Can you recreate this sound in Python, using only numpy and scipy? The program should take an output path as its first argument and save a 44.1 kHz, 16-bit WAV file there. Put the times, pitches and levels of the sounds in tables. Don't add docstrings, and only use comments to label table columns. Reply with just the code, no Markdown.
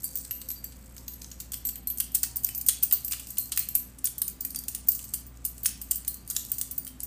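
import sys
import numpy as np
from scipy import signal
from scipy.fft import rfft, irfft, next_fast_len
from scipy.io import wavfile

SR = 44100
rng = np.random.default_rng(int(sys.argv[2]) if len(sys.argv) > 2 else 0)


def inscribe(sig):
    pcm = np.round(np.clip(np.atleast_2d(sig).T, -1, 1) * 32767)
    wavfile.write(sys.argv[1], SR, pcm.astype(np.int16))


N = 311346

# [t/s, clack level/dB, dull knock level/dB re clack,
# blow on small tag level/dB, blow on large tag level/dB]
CONTACTS = [(0.032, -42, -22, -44, -38), (0.042, -34.5, -13, -30, -24), (0.155, -35, -15, -29.5, -31),
            (0.171, -35, -20, -31, -30.5), (0.249, -34.5, -15, -54, -46), (0.309, -35, -2.5, -56, -25.5),
            (0.415, -36, -4.5, -34, -36), (0.487, -33, -28, -49, -25), (0.503, -31, -10.5, -54, -27.5),
            (0.515, -32, -27, -54, -28), (0.641, -38.5, -10, -29, -29), (0.721, -47.5, -5.5, -62, -52),
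            (0.965, -39.5, -10, -47, -42), (0.98, -36, -18, -46, -45), (1.08, -32, -15.5, -27, -34),
            (1.135, -44, -19, -59, -37), (1.216, -35, -14, -46, -45), (1.244, -34, -17, -53, -60),
            (1.314, -37, -5.5, -58, -47), (1.401, -30.5, -16.5, -30, -41), (1.519, -29, -13, -33, -42),
            (1.534, -33, -6, -34, -36), (1.541, -28.5, -8.5, -24, -45), (1.651, -35, -11, -25, -24.5),
            (1.67, -33.5, -27, -26, -27), (1.688, -27.5, -14, -22, -32), (1.756, -33.5, -14, -32, -36.5),
            (1.872, -27, -21.5, -30, -21), (1.901, -27, -20, -30, -29.5), (1.973, -29, -22, -36, -40),
            (1.983, -29.5, -30, -29, -32), (2.001, -20, -13, -18, -21.5), (2.118, -46, -20, -46, -45),
            (2.147, -20.5, -17.5, -16, -23), (2.151, -18.5, -21, -18, -26), (2.231, -16, -17.5, -16.5, -33),
            (2.249, -37, -19, -30, -35), (2.358, -37.5, -15, -21, -43), (2.367, -27, -32, -19, -29),
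            (2.434, -35, -18, -31, -42), (2.445, -21, -25, -13, -25), (2.467, -31, -9, -33, -42),
            (2.488, -27, -9.5, -33, -34), (2.548, -30.5, -27, -28, -31), (2.578, -33, -31, -24, -39),
            (2.611, -29.5, -21, -29, -33), (2.663, -31.5, -15, -22, -33), (2.6843, -13, -23, -13, -20),
            (2.687, -18, -7.5, -24, -32), (2.826, -26, -12, -26, -21), (2.832, -20.5, -20, -13.5, -30),
            (2.911, -21, -14.5, -32, -37), (2.9245, -21, -17.5, -11, -23), (2.932, -23.5, -28, -16, -20.5),
            (3.047, -28.5, -26, -31, -32), (3.08, -31, -14, -26, -35), (3.11, -31, -12, -31, -35),
            (3.12, -22, -12, -33, -35), (3.131, -25.5, -6.5, -30, -41), (3.196, -33, -7.5, -36, -49),
            (3.27, -37, -19, -47, -60), (3.304, -34, -21, -35, -34), (3.37, -38.5, 1, -47, -48),
            (3.382, -23, -36, -18.5, -32), (3.395, -44, -8, -32, -26), (3.457, -35, -30, -36, -55),
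            (3.519, -22.5, -9, -31, -35), (3.561, -31.5, -27, -31, -53), (3.574, -18.5, -6, -18, -25),
            (3.592, -20, -32, -21, -26), (3.687, -33, -15, -31, -23.5), (3.751, -19, -15, -15.5, -15.5),
            (3.985, -38.5, -17, -45, -49), (4.043, -34, -10, -19, -35), (4.053, -18.5, -28, -32, -23),
            (4.07, -23.5, -13, -57, -49), (4.181, -28, -19, -32, -25.5), (4.217, -22.5, -14, -16, -21.5),
            (4.279, -28.5, -16, -22, -25.5), (4.407, -32.5, -21, -24, -35), (4.449, -27.5, -12.5, -24, -23),
            (4.504, -32.5, -26, -38, -33), (4.547, -28.5, -8, -59, -52), (4.5592, -24.5, -23, -29, -27),
            (4.588, -30.5, -32, -37, -28), (4.637, -38, -14, -33, -42), (4.6821, -23.5, -13, -27, -31),
            (4.748, -25, -12.5, -23, -50), (4.873, -43, -30, -42, -40), (4.885, -21, -30, -11.5, -31),
            (4.918, -26, -22.5, -31, -25.5), (4.949, -31, -21, -29, -35), (4.991, -33, -9.5, -50, -39),
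            (5.041, -38, -17, -39, -35), (5.137, -26, -14, -31, -25), (5.14, -25.5, -15.5, -39, -25),
            (5.266, -48, -25, -48, -56), (5.45, -22.5, -21, -22, -23), (5.58, -35.5, -17, -46, -46),
            (5.632, -37, -15, -28, -45), (5.647, -30, -17, -28, -41), (5.6578, -14.5, -8, -37, -59),
            (5.662, -21, -8.5, -19, -30), (5.815, -34, -15.5, -34, -36), (5.91, -20, -14.5, -17.5, -36),
            (5.957, -32, -27, -25, -39), (6.048, -37, -5, -51, -52), (6.078, -24, -16.5, -19, -28),
            (6.142, -34, -26, -31, -45), (6.276, -38, -20, -33, -55), (6.3, -24, -23, -37, -32),
            (6.307, -26.5, -15, -36, -42), (6.35, -35, -12, -38, -42), (6.364, -18, -9.5, -29, -28),
            (6.501, -46, -22, -38, -48), (6.517, -25, -19, -18, -22), (6.583, -27.5, -20, -30, -30),
            (6.6123, -20, -12.5, -23, -31), (6.711, -33, -22, -29, -34), (6.779, -30.5, -23, -23, -36),
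            (6.848, -40, -34, -35, -38), (6.867, -34, -7, -40, -52), (6.876, -32.5, -22, -34, -38),
            (7.003, -27.5, -21, -43, -45), (7.0323, -35.5, -18, -28, -26)]
# [f/Hz, width of one resonator/Hz, relative level/dB]
KNOCK_RESONANCES = [(1760, 1590, -2), (2924, 800, 4), (4220, 2100, 2.5)]
CLACK_RESONANCES = [(4510, 1280, -10.5), (6390, 2150, -5), (8183, 1100, 3.5), (9315, 1110, -5.5),
                    (11050, 1100, -5.5)]
TICK_RESONANCES = [(12500, 800, -1), (14550, 700, 0)]
# [f/Hz, relative level/dB, middle T60/s]
SMALL_TAG_MODES = [(4670, -30, 0.34), (9330, -9, 0.13), (14730, 0, 0.083)]
LARGE_TAG_MODES = [(4220, -32, 0.36), (7700, -16, 0.12), (8130, -10.5, 0.14), (12300, -1.5, 0.19),
                   (12760, -5.5, .17)]
# [f/Hz, level/dB]; the first line takes its level from HUM_SWELL
HUM_LINES = [(59.2, -51), (118.4, -62), (193.8, -64.5), (258.4, -63)]
# [t/s, level/dB]
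HUM_SWELL = [(0.1, -51.5), (0.7, -47), (2.6, -48.5), (4.0, -52), (4.8, -49.5), (5.2, -46.5), (6.0, -47),
             (6.4, -52.5), (7.0, -50)]
# [f/Hz, relative density level/dB per Hz]
AIR_SPECTRUM = [(30, -7.5), (60, -7), (110, -8), (250, -11), (400, -21), (700, -25), (2000, -29.5),
                (5000, -37.5), (15000, -47)]
# [f/Hz, T60/s]
ROOM_T60 = [(1000, 0.26), (3000, 0.53), (7000, 0.3), (14000, 0.2)]
# [f/Hz, middle level/dB, start t/s, end t/s]
MOTOR_TONES = [(522, -71, 0, 1.6), (764, -74, 1.6, 3.1), (930, -74, .95, 1.3), (945, -72, 2.2, 2.45),
               (1179, -76, 2.9, 6.9)]
# [t/s, base level of the fine jingle/dB]
SHIVER_LEVEL = [(0, -48), (0.2, -45), (0.45, -55.5), (0.8, -58), (1.3, -58), (1.8, -68), (2.3, -61),
                (3.15, -49), (3.5, -50), (3.9, -58.5), (4.4, -93), (5.0, -46), (5.3, -67), (5.75, -53.5),
                (6.2, -66), (6.45, -46), (7.0, -65)]
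# [t/s, small tag ring level/dB re blow, large tag ring level/dB re blow]
TAG_FREEDOM = [(0, 3, -8.5), (0.8, -21, -12), (1.5, -14, -6), (2.4, -15, -8.5), (3.2, -5, -4.5),
               (4.2, -12, -14), (5.2, -0.5, -6.5), (6.1, -6, 2), (7.0, -7, -20)]
# [t/s, mode f/Hz, level/dB]
FACE_BLOWS = [(0.044, 4670, -46), (0.56, 4670, -46), (0.65, 4670, -52), (1.874, 4200, -49),
              (2.004, 2934, -50.5), (2.03, 4600, -58), (2.49, 3016, -48), (2.931, 4220, -43),
              (3.388, 4220, -42), (3.6, 4220, -40.5), (4.561, 4670, -42), (6.082, 4220, -53),
              (6.868, 3170, -55.5)]
# [t/s, pitch factor]
CLACK_PITCH = [(0.7, 1.02), (1.15, 0.77), (1.5, 1.016), (1.9, 1.12)]

AIR_DB = -53
SWING_RAD, SWING_DB, SWING_RATE_HZ = 0.8, 3.5, 70
SWING_AT_HZ = 12000
MIDDLE_CLACK_DB = -30
RING_LOSS = 0.19
FACE_T60_S = 0.22
STEP_HZ, CUT_HZ = 15120, 16500


def undb(db):
    return 10 ** (np.asarray(db) / 20)


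def unit(x):
    return x / np.sqrt(np.mean(x ** 2, axis=-1, keepdims=True))


def decay(t, t60):
    return np.exp(-np.log(1000) * t / t60)


def on_log_hz(table, hz):
    f, v = np.transpose(table)
    return np.interp(np.log(np.maximum(hz, 1)), np.log(f), v)


def sway(rows, t, rate_hz):
    place = t * rate_hz
    knots = rng.standard_normal((rows, 2 + int(place[-1])))
    return np.array([np.interp(place, np.arange(len(row)), row) for row in knots])


def add(out, starts_s, sounds):
    for s, row in zip(starts_s, sounds):
        i = int(s * SR)
        out[i:i + len(row)] += row[:max(N - i, 0)]


def air():
    size = next_fast_len(N)
    hz = np.arange(size // 2 + 1) * SR / size
    spectrum = rfft(rng.standard_normal(size)) * undb(on_log_hz(AIR_SPECTRUM, hz))
    return undb(AIR_DB) * unit(irfft(spectrum, size)[:N])


def appliance():
    t, out = np.arange(N) / SR, 0
    knots = np.arange(0, t[-1] + 1, 0.12)
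    for k, (hz, db) in enumerate(HUM_LINES):
        drift = np.interp(t, knots, rng.standard_normal(len(knots)))
        flutter = np.interp(t, knots, rng.standard_normal(len(knots)))
        if k == 0:
            level_db = np.interp(t, *np.transpose(HUM_SWELL)) + flutter
        else:
            level_db = db + 3.2 * flutter
        phase = 2 * np.pi * np.cumsum(hz * (1 + 0.014 * drift)) / SR
        out = out + np.sqrt(2) * undb(level_db) * np.sin(phase)
    return out


def motor_tones():
    t, out = np.arange(N) / SR, 0
    for hz, db, start, end in MOTOR_TONES:
        gate = np.clip(np.minimum(t - start, end - t) / 0.025, 0, 1)
        waver, drift = sway(2, t, 22)
        tone = np.sin(2 * np.pi * hz * t + 1.5 * drift)
        out = out + np.sqrt(2) * undb(db + 4 * waver) * gate * tone
    return out


def rattle(modes, db, scatter_db=3, rise_s=0.00028, fall_s=0.003, spread=0.47, pitch=1, shift=0.018):
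    size = 1024
    t, hz = np.arange(size) / SR, np.arange(1, size // 2 + 2) * SR / size
    fall = fall_s * np.exp(spread * rng.standard_normal((len(db), 1)))
    shape = (1 - np.exp(-t / rise_s)) * np.exp(-t / fall)
    shape = shape * undb(5 * sway(len(db), t, 900))
    shape = shape / shape.max(axis=1, keepdims=True)
    body = 0
    for k, (f, width, gain_db) in enumerate(modes):
        chance = rng.standard_normal((len(db), 2))
        centre = f * pitch * np.exp(shift * chance[:, :1])
        resonator = 1 / (1 + 1j * (hz / centre - centre / hz) * centre / width)
        body = body + (-1) ** k * undb(gain_db + scatter_db * chance[:, 1:]) * resonator ** 2
    chatter = rng.standard_normal(shape.shape) * shape
    sound = unit(irfft(rfft(chatter) * body))
    shape_rms = np.sqrt(np.mean(shape ** 2, axis=1, keepdims=True))
    return undb(db)[:, None] * sound * shape_rms


def shiver(count=2200):
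    s, size = np.transpose(rng.random((count, 2)))
    s = s * N / SR
    tick_db = np.interp(s, *np.transpose(SHIVER_LEVEL)) - 2.2 * np.log(size)
    ticks = np.zeros(N)
    add(ticks, s, rattle(CLACK_RESONANCES + TICK_RESONANCES, tick_db, fall_s=0.001))
    glow = 0
    for f, gain_db, t60 in SMALL_TAG_MODES + LARGE_TAG_MODES:
        pole = np.exp(2j * np.pi * f / SR - np.log(1000) / (0.21 * t60 * SR))
        glow = glow + undb(gain_db) * signal.lfilter([1], [1, -pole], ticks).imag
    return ticks + undb(-28.0) * glow


def ring(modes, db, scatter_db=4.5, detune=0.0018, grip=0.2):
    t, out = np.arange(int(0.25 * SR), dtype=np.float32) / SR, 0
    for f, gain_db, t60 in modes:
        chance = rng.standard_normal((len(db), 3)).astype(np.float32)
        fade = decay(t, t60 * np.exp(grip * chance[:, :1]))
        swing = f / SWING_AT_HZ
        path_rad = SWING_RAD * swing * sway(len(db), t, SWING_RATE_HZ)
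        tone = np.sin(2 * np.pi * f * (1 + detune * chance[:, 1:2]) * t + path_rad)
        glint_db = SWING_DB * swing * sway(len(db), t, SWING_RATE_HZ)
        level_db = db[:, None] + gain_db + scatter_db * chance[:, 2:] + glint_db
        out = out + undb(level_db) * fade * tone
    return out


def blows(count=9):
    s, clack_db, knock_db, small_db, large_db = np.transpose(CONTACTS)
    large_tick, small_tick = TICK_RESONANCES
    when, small_free, large_free = np.transpose(TAG_FREEDOM)
    small_free_db, large_free_db = np.interp(s, when, small_free), np.interp(s, when, large_free)
    loss_db = RING_LOSS * (clack_db - MIDDLE_CLACK_DB)
    pitch = np.interp(s, *np.transpose(CLACK_PITCH))[:, None]
    edges = CLACK_RESONANCES + TICK_RESONANCES
    out = np.zeros(N)
    add(out, s, rattle(CLACK_RESONANCES, clack_db, pitch=pitch))
    add(out, s, rattle([small_tick], small_db, rise_s=0.00049))
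    add(out, s, rattle([large_tick], large_db, rise_s=0.00045))
    add(out, s, rattle(KNOCK_RESONANCES, clack_db + knock_db, scatter_db=1.5, fall_s=0.006, shift=0.06))
    add(out, s, ring(SMALL_TAG_MODES, small_db + small_free_db - loss_db))
    add(out, s, ring(LARGE_TAG_MODES, large_db + large_free_db - loss_db))
    early = rng.exponential(0.0046, len(s))
    scuff = rattle(edges, clack_db - 13.0 - 600 * early, rise_s=0.0039, fall_s=0.013)
    add(out, np.maximum(s - 0.002 - early, 0), scuff)
    wait = rng.exponential(0.033, (len(s), count))
    bounce_db = clack_db[:, None] - 14.5 - 150 * wait + 2 * rng.standard_normal(wait.shape)
    add(out, (s[:, None] + 0.0019 + wait).ravel(), rattle(edges, bounce_db.ravel(), fall_s=0.0011))
    return out


def tail(gap_s=0.001, build_s=0.0068):
    t, out = np.arange(SR // 2) / SR, 0
    for hz in 1000 * 2 ** np.arange(0, 4.5, 0.5):
        edges_hz = [hz / 2 ** 0.25, hz * 2 ** 0.25]
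        band = signal.butter(2, edges_hz, "band", fs=SR, output="sos")
        noise = signal.sosfilt(band, rng.standard_normal(len(t)))
        out = out + decay(t, on_log_hz(ROOM_T60, hz)) * noise
    out = out * (1 - np.exp(-np.maximum(t - gap_s, 0) / build_s))
    return out / np.sqrt(np.sum(out ** 2))


def room(dry, count=6):
    turn = np.arange(N) // 2048 % count
    return sum(signal.oaconvolve(dry * (turn == k), tail())[:N] for k in range(count))


def face_blows():
    s, hz, db = np.transpose(FACE_BLOWS)
    t = np.arange(SR // 4) / SR
    waver, drift = sway(len(s), t, SWING_RATE_HZ), sway(len(s), t, SWING_RATE_HZ)
    strength = decay(t, FACE_T60_S) * undb(db[:, None] + SWING_DB * waver)
    out = np.zeros(N)
    add(out, s, strength * np.sin(2 * np.pi * hz[:, None] * t + SWING_RAD * drift))
    return out


def scene():
    tags = blows() + face_blows() + shiver()
    return (tags + undb(-10) * room(tags) + appliance() + motor_tones() + air())[None]


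def record(dry):
    bass_cut = signal.sosfilt(signal.butter(2, 42, "high", fs=SR, output="sos"), dry)
    stepped = signal.sosfilt(signal.ellip(6, 0.5, 24, STEP_HZ, fs=SR, output="sos"), bass_cut)
    return signal.sosfilt(signal.ellip(10, 0.2, 60, CUT_HZ, fs=SR, output="sos"), stepped)


dry = scene()
out = record(dry)
inscribe(out)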